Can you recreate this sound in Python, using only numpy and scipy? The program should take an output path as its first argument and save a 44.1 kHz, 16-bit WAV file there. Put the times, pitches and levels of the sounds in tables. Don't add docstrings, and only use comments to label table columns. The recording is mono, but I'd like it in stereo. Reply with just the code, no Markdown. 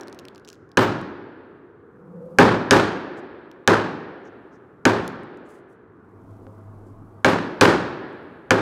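import sys
import numpy as np
from scipy import signal
from scipy.io import wavfile
from scipy.ndimage import uniform_filter1d

SR = 44100
rng = np.random.default_rng(int(sys.argv[2]) if len(sys.argv) > 2 else 0)


def to_linear_factor(level_db):
    exponent = np.asarray(level_db, float) / 20
    return 10 ** exponent


def output_pcm(signal):
    pcm = np.clip(np.atleast_2d(signal).T, -1, 1) * 32767
    wavfile.write(sys.argv[1], SR, np.round(pcm).astype(np.int16))


N = 379701

# start_s, knock_db on the handle, sharpness_db_per_octave, force_db into bench and room, room_tilt_db_per_octave
MALLET_BLOWS = [(-.55, -1.5, -1, -4.5, .15), (.772, -5.5, 0.5, -7, 0.28), (2.386, 2, -2.5, -2.5, -0.1),
                (2.709, -0.5, 2, -4, 1.44), (3.676, 3, 0, -5.5, 0.1), (4.853, -2.5, 0, -7.5, 0.04),
                (7.246, -1.5, -3, -7.5, 0.54), (7.611, 0.5, 0.5, -4.5, 1.5), (7.652, -6.5, -4.5, -13, -5.5),
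                (8.507, 1, -1.5, -9, 0)]
# pitch_hz, level_db, t60_s
CHISEL_MODES = [(855, -7.5, 0.028), (1200, -1, 0.01), (1462, -2, 0.03), (1633, -3, 0.032),
                (2359, -3, 0.018), (2966, -7.5, 0.016), (3400, -10.5, 0.011), (4290, -16.5, 0.015),
                (6400, -6.5, 0.0083)]
# pitch_hz, level_db, t60_s
BENCH_MODES = [(108.26, -23, .5), (176.4, -26, 0.71), (258.4, -17, 0.18), (333, -20.5, 0.13),
               (401.4, -14.5, .3), (534, -15.5, 0.33)]
# delay_s, level_db
FIRST_BOUNCES = [(.0021, -11.5), (.0055, -18), (.0093, -24.5)]
# pitch_hz, early_t60_s, late_t60_s, late_level_db
ROOM_DECAY = [(60.4, .8, 1.3, -14.5), (162, 0.96, 1.3, -8), (404, 0.6, 2.31, -14),
              (1042, 0.64, 1.89, -15.5), (1990, 0.59, 1.97, -15.5), (4050, 0.6, 1.56, -17.5),
              (8490, 0.45, 0.29, -14), (15000, 0.23, 0.35, -22.5)]
# pitch_hz, level_db per Hz
ROOM_SPREAD = [(40, -29.5), (95, -10), (215, -5), (372, 1), (455, -6.5), (540, -6), (700, -10.5), (840, -8),
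               (1200, -10.5), (1720, -11.5), (2000, -19.5), (2500, -22.5), (4400, -29.5), (7400, -40),
               (14500, -53), (16000, -69)]
# time_s, nearness (0 far to 1 passing)
TRAFFIC_NEARNESS = [(0, 0.092), (1.8, 0.062), (2.35, 0.83), (3.3, 0.13), (4.8, 0.3), (5.9, 0.072),
                    (6.3, 0.8), (7.2, 0.72), (8.6, 0.45)]
# pitch_hz, level_db per Hz
FAR_STREET = [(15, -55), (25, -26.5), (70, -33), (97, 5.5), (137, -11.5), (256, -8.5), (439, -4.5),
              (476, -12.5), (591, -27), (1480, -16.5), (2840, -54), (16000, -74.5)]
# pitch_hz, level_db per Hz
NEAR_STREET = [(15, -46), (25, -15), (64, -30), (102, -10), (130, -12), (317, -13), (575, -26), (659, -23),
               (1160, -26.5), (1790, -45.5), (5000, -62), (16000, -65.5)]
# start_s, peak_db, centre_hz
CLEAR_SNAPS = [(.0104, -30.5, 5500), (.0333, -37, 5000), (.0734, -38, 5500), (.0822, -32.5, 4800),
               (.0974, -50.5, 6500), (.1276, -30, 5300), (.1471, -41.5, 5500), (.19, -29, 5000),
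               (.1964, -36, 5000), (.2528, -31.5, 4200), (.2843, -28.5, 4200), (.3484, -43.5, 6000),
               (.3591, -36.5, 4500), (.3795, -41, 4500), (.3974, -49, 6000), (.4489, -39, 5000),
               (.4544, -47, 5000), (.4764, -35.5, 5000), (.4828, -35.5, 5000), (.4884, -28, 5500),
               (.5018, -30, 5300), (.5297, -33.5, 5300), (.6914, -56.5, 5500), (.7168, -42, 4800),
               (1.0141, -41.5, 7000), (3.5149, -37.5, 4350), (5.0784, -25.5, 6500), (5.2345, -50, 8000),
               (5.3732, -51.5, 7060), (8.1294, -57, 7000)]
# start_s, end_s, rate_per_s, highest_peak_db
FAINT_CRACKLE = [(.01, 0.235, 30, -54.5), (0.498, 0.564, 90, -49.5)]
# middle_s, half_length_s, level_db, centre_hz, width_hz
SLEEVE_SWISHES = [(.506, .077, -68, 5000, 4000), (3.186, .037, -64.5, 6960, 3500),
                  (4.265, .05, -70, 5900, 1800), (4.545, .055, -73, 6000, 2200),
                  (5.465, .03, -73, 7300, 2500), (5.53, .13, -69, 8000, 6500), (5.72, .07, -77, 8500, 7000),
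                  (6.875, .07, -77, 7500, 5000)]
STEEL_TOOLS = {"small": (14280, .22), "large": (12330, .2)}
# start_s, tool, level_db
TOOL_LANDINGS = [(.802, "small", -43.5), (.817, "large", -47), (2.431, "large", -50), (2.75, "small", -56),
                 (2.765, "large", -51), (4.885, "small", -55), (7.291, "large", -49),
                 (7.632, "small", -47.5)]
# loudest_s, pitch_hz at that time, glide_hz_per_s, width_hz, level_db
FUZZY_TONES = [(2.17, 181.4, -4, 40, -40.5), (2.25, 504.7, 86.5, 45.45, -39)]
# pitch_hz, width_hz, level_db against the hum
HUM_PARTNERS = [(27, 8, -6.5), (655, 28.2, -17.5)]
# start_s, level_db (before a common 14.5 dB lift)
DULL_KNOCKS = [(6.468, -44)]

PRESS_S, BENCH_START_S = .0008, .0019
THUMP_DB, THUMP_FROM_KNOCK = 7.5, .35
GRIP_PER_SHARP_DB = .012
BOOM_DB, BOOM_PER_FORCE_DB = 3, 1
ROOM_DB, RING_IN_ROOM_DB = -9, -16
BASS_BUILD_S, TREBLE_BUILD_S = .01, .0045
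STREET_DB, STREET_RISE_DB = -53, 12
AIR_DB, AIR_RISE_DB = -99, 25.5
CRACKLE_HZ, CRACKLE_DROP_DB = 5500, .5
STREAK_HZ, STREAK_DB = 503, -7.5
TONE_RISE_DB_PER_S, TONE_FALL_DB_PER_S = 61, 41
HUM_START_S, HUM_RISE_S, HUM_END_S, HUM_FROM_DB = 5.8, .52, 7.26, -21
HUM_HZ, HUM_WAVER_HZ, HUM_DB, HUM_WAVER_DB = 101.7, .8, -45.5, 2
SMALL_ROOM_DB, APART_DB = -24, -17
LIMIT_DB, RECOVERY_DB_PER_S, EDGE_HZ = -.5, 400, 16400


def evened(x):
    return x / np.sqrt(np.mean(x ** 2) + 1e-20)


def read(points, hz):
    f, *columns = np.transpose(points)
    return [np.interp(np.log(hz + 1), np.log(f + 1), c)[:, None] for c in columns]


def add(mix, s, sound):
    at = round(s * SR)
    sound = sound[max(-at, 0):]
    part = mix[max(at, 0):][:len(sound)]
    part += sound[:len(part)]


def shaped(gain, length):
    size = 1024
    hz, t, z = signal.stft(rng.standard_normal(length), SR, nperseg=size, noverlap=size * 3 // 4)
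    return signal.istft(z * gain(hz, t), SR, nperseg=size, noverlap=size * 3 // 4)[1][:length]


def fuzzy(hz, width_hz):
    r = np.exp(-np.pi * width_hz / SR)
    z = rng.standard_normal(len(hz)) + 1j * rng.standard_normal(len(hz))
    slow = signal.lfilter([1], np.convolve([1, -r], [1, -r]), z)
    carrier = np.exp(2j * np.pi * np.cumsum(hz) / SR)
    return evened((slow * carrier).real)


def ring(modes, factor=1, tilt_db=0):
    hz, db, t60 = np.transpose(modes)[:, :, None]
    chance = rng.standard_normal((len(modes), 2))
    hz = hz * factor * (1 + .012 * chance[:, :1])
    t = np.arange(SR // 2) / SR
    db = db + tilt_db * np.log2(hz / 1600) + 1.5 * chance[:, 1:]
    decay = to_linear_factor(db - 60 * t / np.maximum(t60, .002))
    return (decay * np.sin(2 * np.pi * hz * t)).sum(0)


def room_tail(colour_db):
    def gain(hz, t):
        early, late, late_db = read(ROOM_DECAY, hz)
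        return to_linear_factor(colour_db(hz)) * np.hypot(to_linear_factor(-60 * t / early), to_linear_factor(late_db - 60 * t / late))
    tail = shaped(gain, 2 * SR)
    low = signal.sosfiltfilt(signal.butter(2, 500, fs=SR, output="sos"), tail)
    t = np.arange(len(tail)) / SR
    bass_rise = 1 - np.exp(-(t / BASS_BUILD_S) ** 2)
    treble_rise = 1 - np.exp(-(t / TREBLE_BUILD_S) ** 2)
    lumps = evened(np.convolve(rng.standard_normal(len(t)), np.hanning(400), "same"))
    tail = low * bass_rise + (tail - low) * treble_rise
    tail = tail * to_linear_factor(2.5 * lumps * np.exp(-t / .15))
    return tail / np.std(tail[:SR // 10])


def plain_room():
    return room_tail(lambda hz: 0) / np.sqrt(SR / 20)


def blows():
    out, t = np.zeros(N), np.arange(SR // 2) / SR
    plain = plain_room()
    bright = signal.butter(2, [2200, 6500], "band", fs=SR, output="sos")
    for s, db, sharp_db, force_db, wet_sharp_db in MALLET_BLOWS:
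        crack_level = to_linear_factor(-1.0 + 2 * sharp_db - 60 * t / 0.011)
        crack = crack_level * signal.sosfilt(bright, rng.standard_normal(len(t)))
        chisel = ring(CHISEL_MODES, 1 + GRIP_PER_SHARP_DB * sharp_db, sharp_db)
        knock = chisel * (1 - np.exp(-t / PRESS_S))
        thump_db = THUMP_DB + (1 - THUMP_FROM_KNOCK) * (force_db - db)
        knock += to_linear_factor(thump_db) * ring(BENCH_MODES) * (1 - np.exp(-t / BENCH_START_S))
        add(out, s, to_linear_factor(db) * (knock + crack))
        for late_s, bounce_db in FIRST_BOUNCES:
            add(out, s + late_s, -to_linear_factor(db + bounce_db) * (knock + crack))
        boom_db = BOOM_DB + BOOM_PER_FORCE_DB * (force_db - db)

        def colour_db(hz):
            tilt = wet_sharp_db * np.log2((hz[:, None] + 50) / 600)
            boom = boom_db * np.exp(-(hz[:, None] / 260) ** 2)
            return read(ROOM_SPREAD, hz)[0] + tilt + boom
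        add(out, s, to_linear_factor(force_db + ROOM_DB) * room_tail(colour_db))
        add(out, s, to_linear_factor(force_db + RING_IN_ROOM_DB) * signal.fftconvolve(knock, plain))
    return out


def passing(t):
    return np.clip(np.interp(t, *np.transpose(TRAFFIC_NEARNESS)), 0, 1)


def street():
    def gain(hz, t):
        patches = uniform_filter1d(rng.standard_normal((len(hz), len(t))), 6, 0)
        patches = evened(uniform_filter1d(patches, 15, 1))
        share = passing(t)
        colour_db = (1 - share) * read(FAR_STREET, hz)[0] + share * read(NEAR_STREET, hz)[0]
        return to_linear_factor(colour_db + 1.5 * patches)
    level_db = STREET_DB + STREET_RISE_DB * passing(np.arange(N) / SR)
    return evened(shaped(gain, N)) * to_linear_factor(level_db)


def air():
    band = signal.butter(2, [4000, 13000], "band", fs=SR, output="sos")
    grain = to_linear_factor(1.5 * evened(uniform_filter1d(rng.standard_normal(N), 400)))
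    level = to_linear_factor(AIR_DB + AIR_RISE_DB * passing(np.arange(N) / SR))
    return evened(signal.sosfilt(band, rng.standard_normal(N))) * grain * level


def snaps():
    out, t = np.zeros(N), np.arange(400) / SR
    rows = list(CLEAR_SNAPS)
    for start, end, rate, db in FAINT_CRACKLE:
        place, size = rng.random((round(rate * (end - start)), 2)).T
        for p, q in zip(place, size):
            rows.append((start + p * (end - start), db + CRACKLE_DROP_DB * np.log(1 - q), CRACKLE_HZ))
    for s, db, hz in rows:
        band = signal.butter(2, [.55 * hz, 1.3 * hz], "band", fs=SR, output="sos")
        wide = signal.butter(1, [hz, 11000], "band", fs=SR, output="sos")
        splinter = rng.standard_normal(len(t)) * to_linear_factor(-60 * t / 0.0053)
        drive = splinter + 3 * (t == 0)
        crack = signal.sosfilt(band, drive) + .25 * signal.sosfilt(wide, drive)
        add(out, s, to_linear_factor(db) * crack / abs(crack).max())
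    return out


def swishes():
    out = np.zeros(N)
    places = rng.uniform(-1.1, 1, (len(SLEEVE_SWISHES), 3))
    for (s, half_s, db, hz, width_hz), place in zip(SLEEVE_SWISHES, places):
        count = round(2 * half_s * SR)
        grain = to_linear_factor(2.5 * evened(uniform_filter1d(rng.standard_normal(SR), 300))[:count])
        streaks = sum(fuzzy(np.full(count, hz + .5 * p * width_hz), STREAK_HZ) for p in place)
        streaks = streaks / np.sqrt(len(place))
        rub = fuzzy(np.full(count, hz), width_hz) + to_linear_factor(STREAK_DB) * streaks
        add(out, s - half_s, to_linear_factor(db) * rub * grain * np.hanning(count) ** 2)
    return out


def hops():
    out, t = np.zeros(N), np.arange(SR // 2) / SR
    for s, tool, db in TOOL_LANDINGS:
        hz, t60 = STEEL_TOOLS[tool]
        note = to_linear_factor(db - 60 * t / t60) * np.sin(2 * np.pi * hz * t)
        add(out, s, note * np.minimum(t / .008, 1))
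    return out


def fuzzy_tones():
    out, t = np.zeros(N), np.arange(-SR // 2, SR // 2) / SR
    for s, hz, glide_hz, width_hz, db in FUZZY_TONES:
        swell_db = np.minimum(TONE_RISE_DB_PER_S * t, -TONE_FALL_DB_PER_S * t)
        tone = fuzzy(hz + glide_hz * t, width_hz) * signal.windows.tukey(len(t), .3)
        add(out, s + t[0], to_linear_factor(db + swell_db) * tone)
    return out


def slow_waver(count):
    return evened(np.convolve(rng.standard_normal(2 * SR), np.hanning(4000), "same"))[:count]


def hum():
    out = np.zeros(N)
    t = np.arange(0, HUM_END_S - HUM_START_S, 1 / SR)
    hz = HUM_HZ + HUM_WAVER_HZ * slow_waver(len(t))
    fade_in_db = HUM_FROM_DB * np.maximum(1 - t / HUM_RISE_S, 0)
    db = HUM_DB + fade_in_db + HUM_WAVER_DB * slow_waver(len(t))
    tone = np.sqrt(2) * np.sin(2 * np.pi * np.cumsum(hz) / SR) + 0.24 * fuzzy(hz, 16.4)
    for pitch_hz, width_hz, level_db in HUM_PARTNERS:
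        tone += to_linear_factor(level_db) * fuzzy(np.full(len(t), pitch_hz), width_hz)
    add(out, HUM_START_S, to_linear_factor(db) * tone * signal.windows.tukey(len(t), .1))
    return out


def knocks():
    out = np.zeros(N)
    for s, db in DULL_KNOCKS:
        moulding = ring(CHISEL_MODES, 0.92, -20) * to_linear_factor(-25.5)
        add(out, s, to_linear_factor(db + 14.5) * (ring(BENCH_MODES) + moulding))
    return out


def scene():
    small = snaps() + swishes() + knocks()
    small = small + to_linear_factor(SMALL_ROOM_DB) * signal.fftconvolve(small, plain_room())[:N]
    mono = blows() + street() + air() + small + hops() + fuzzy_tones() + hum()
    treble = signal.sosfilt(signal.butter(8, 4800, "high", fs=SR, output="sos"), mono)
    smear = rng.standard_normal(64)
    apart = to_linear_factor(APART_DB) * np.convolve(treble, smear / np.linalg.norm(smear))[:N]
    return np.array([mono + apart, mono - apart])


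def low_pass(x):
    return signal.sosfilt(signal.butter(12, 16810, fs=SR, output="sos"), x)


def record(dry):
    x = signal.sosfilt(signal.butter(1, 60, "high", fs=SR, output="sos"), dry)
    fall = np.arange(N) * RECOVERY_DB_PER_S / SR
    peak_db = 20 * np.log10(abs(x).max(0) + 1e-9)
    held_db = np.maximum.accumulate(peak_db + fall) - fall
    over_db = np.maximum(held_db - LIMIT_DB, 0)
    x = np.clip(x / to_linear_factor(uniform_filter1d(over_db, 48)), -1, 1)
    treble_cut = signal.firwin(255, EDGE_HZ, window=("kaiser", 9), fs=SR)
    x = signal.oaconvolve(x, treble_cut[None], "same")
    return low_pass(x)


dry = scene()
out = record(dry)
output_pcm(out)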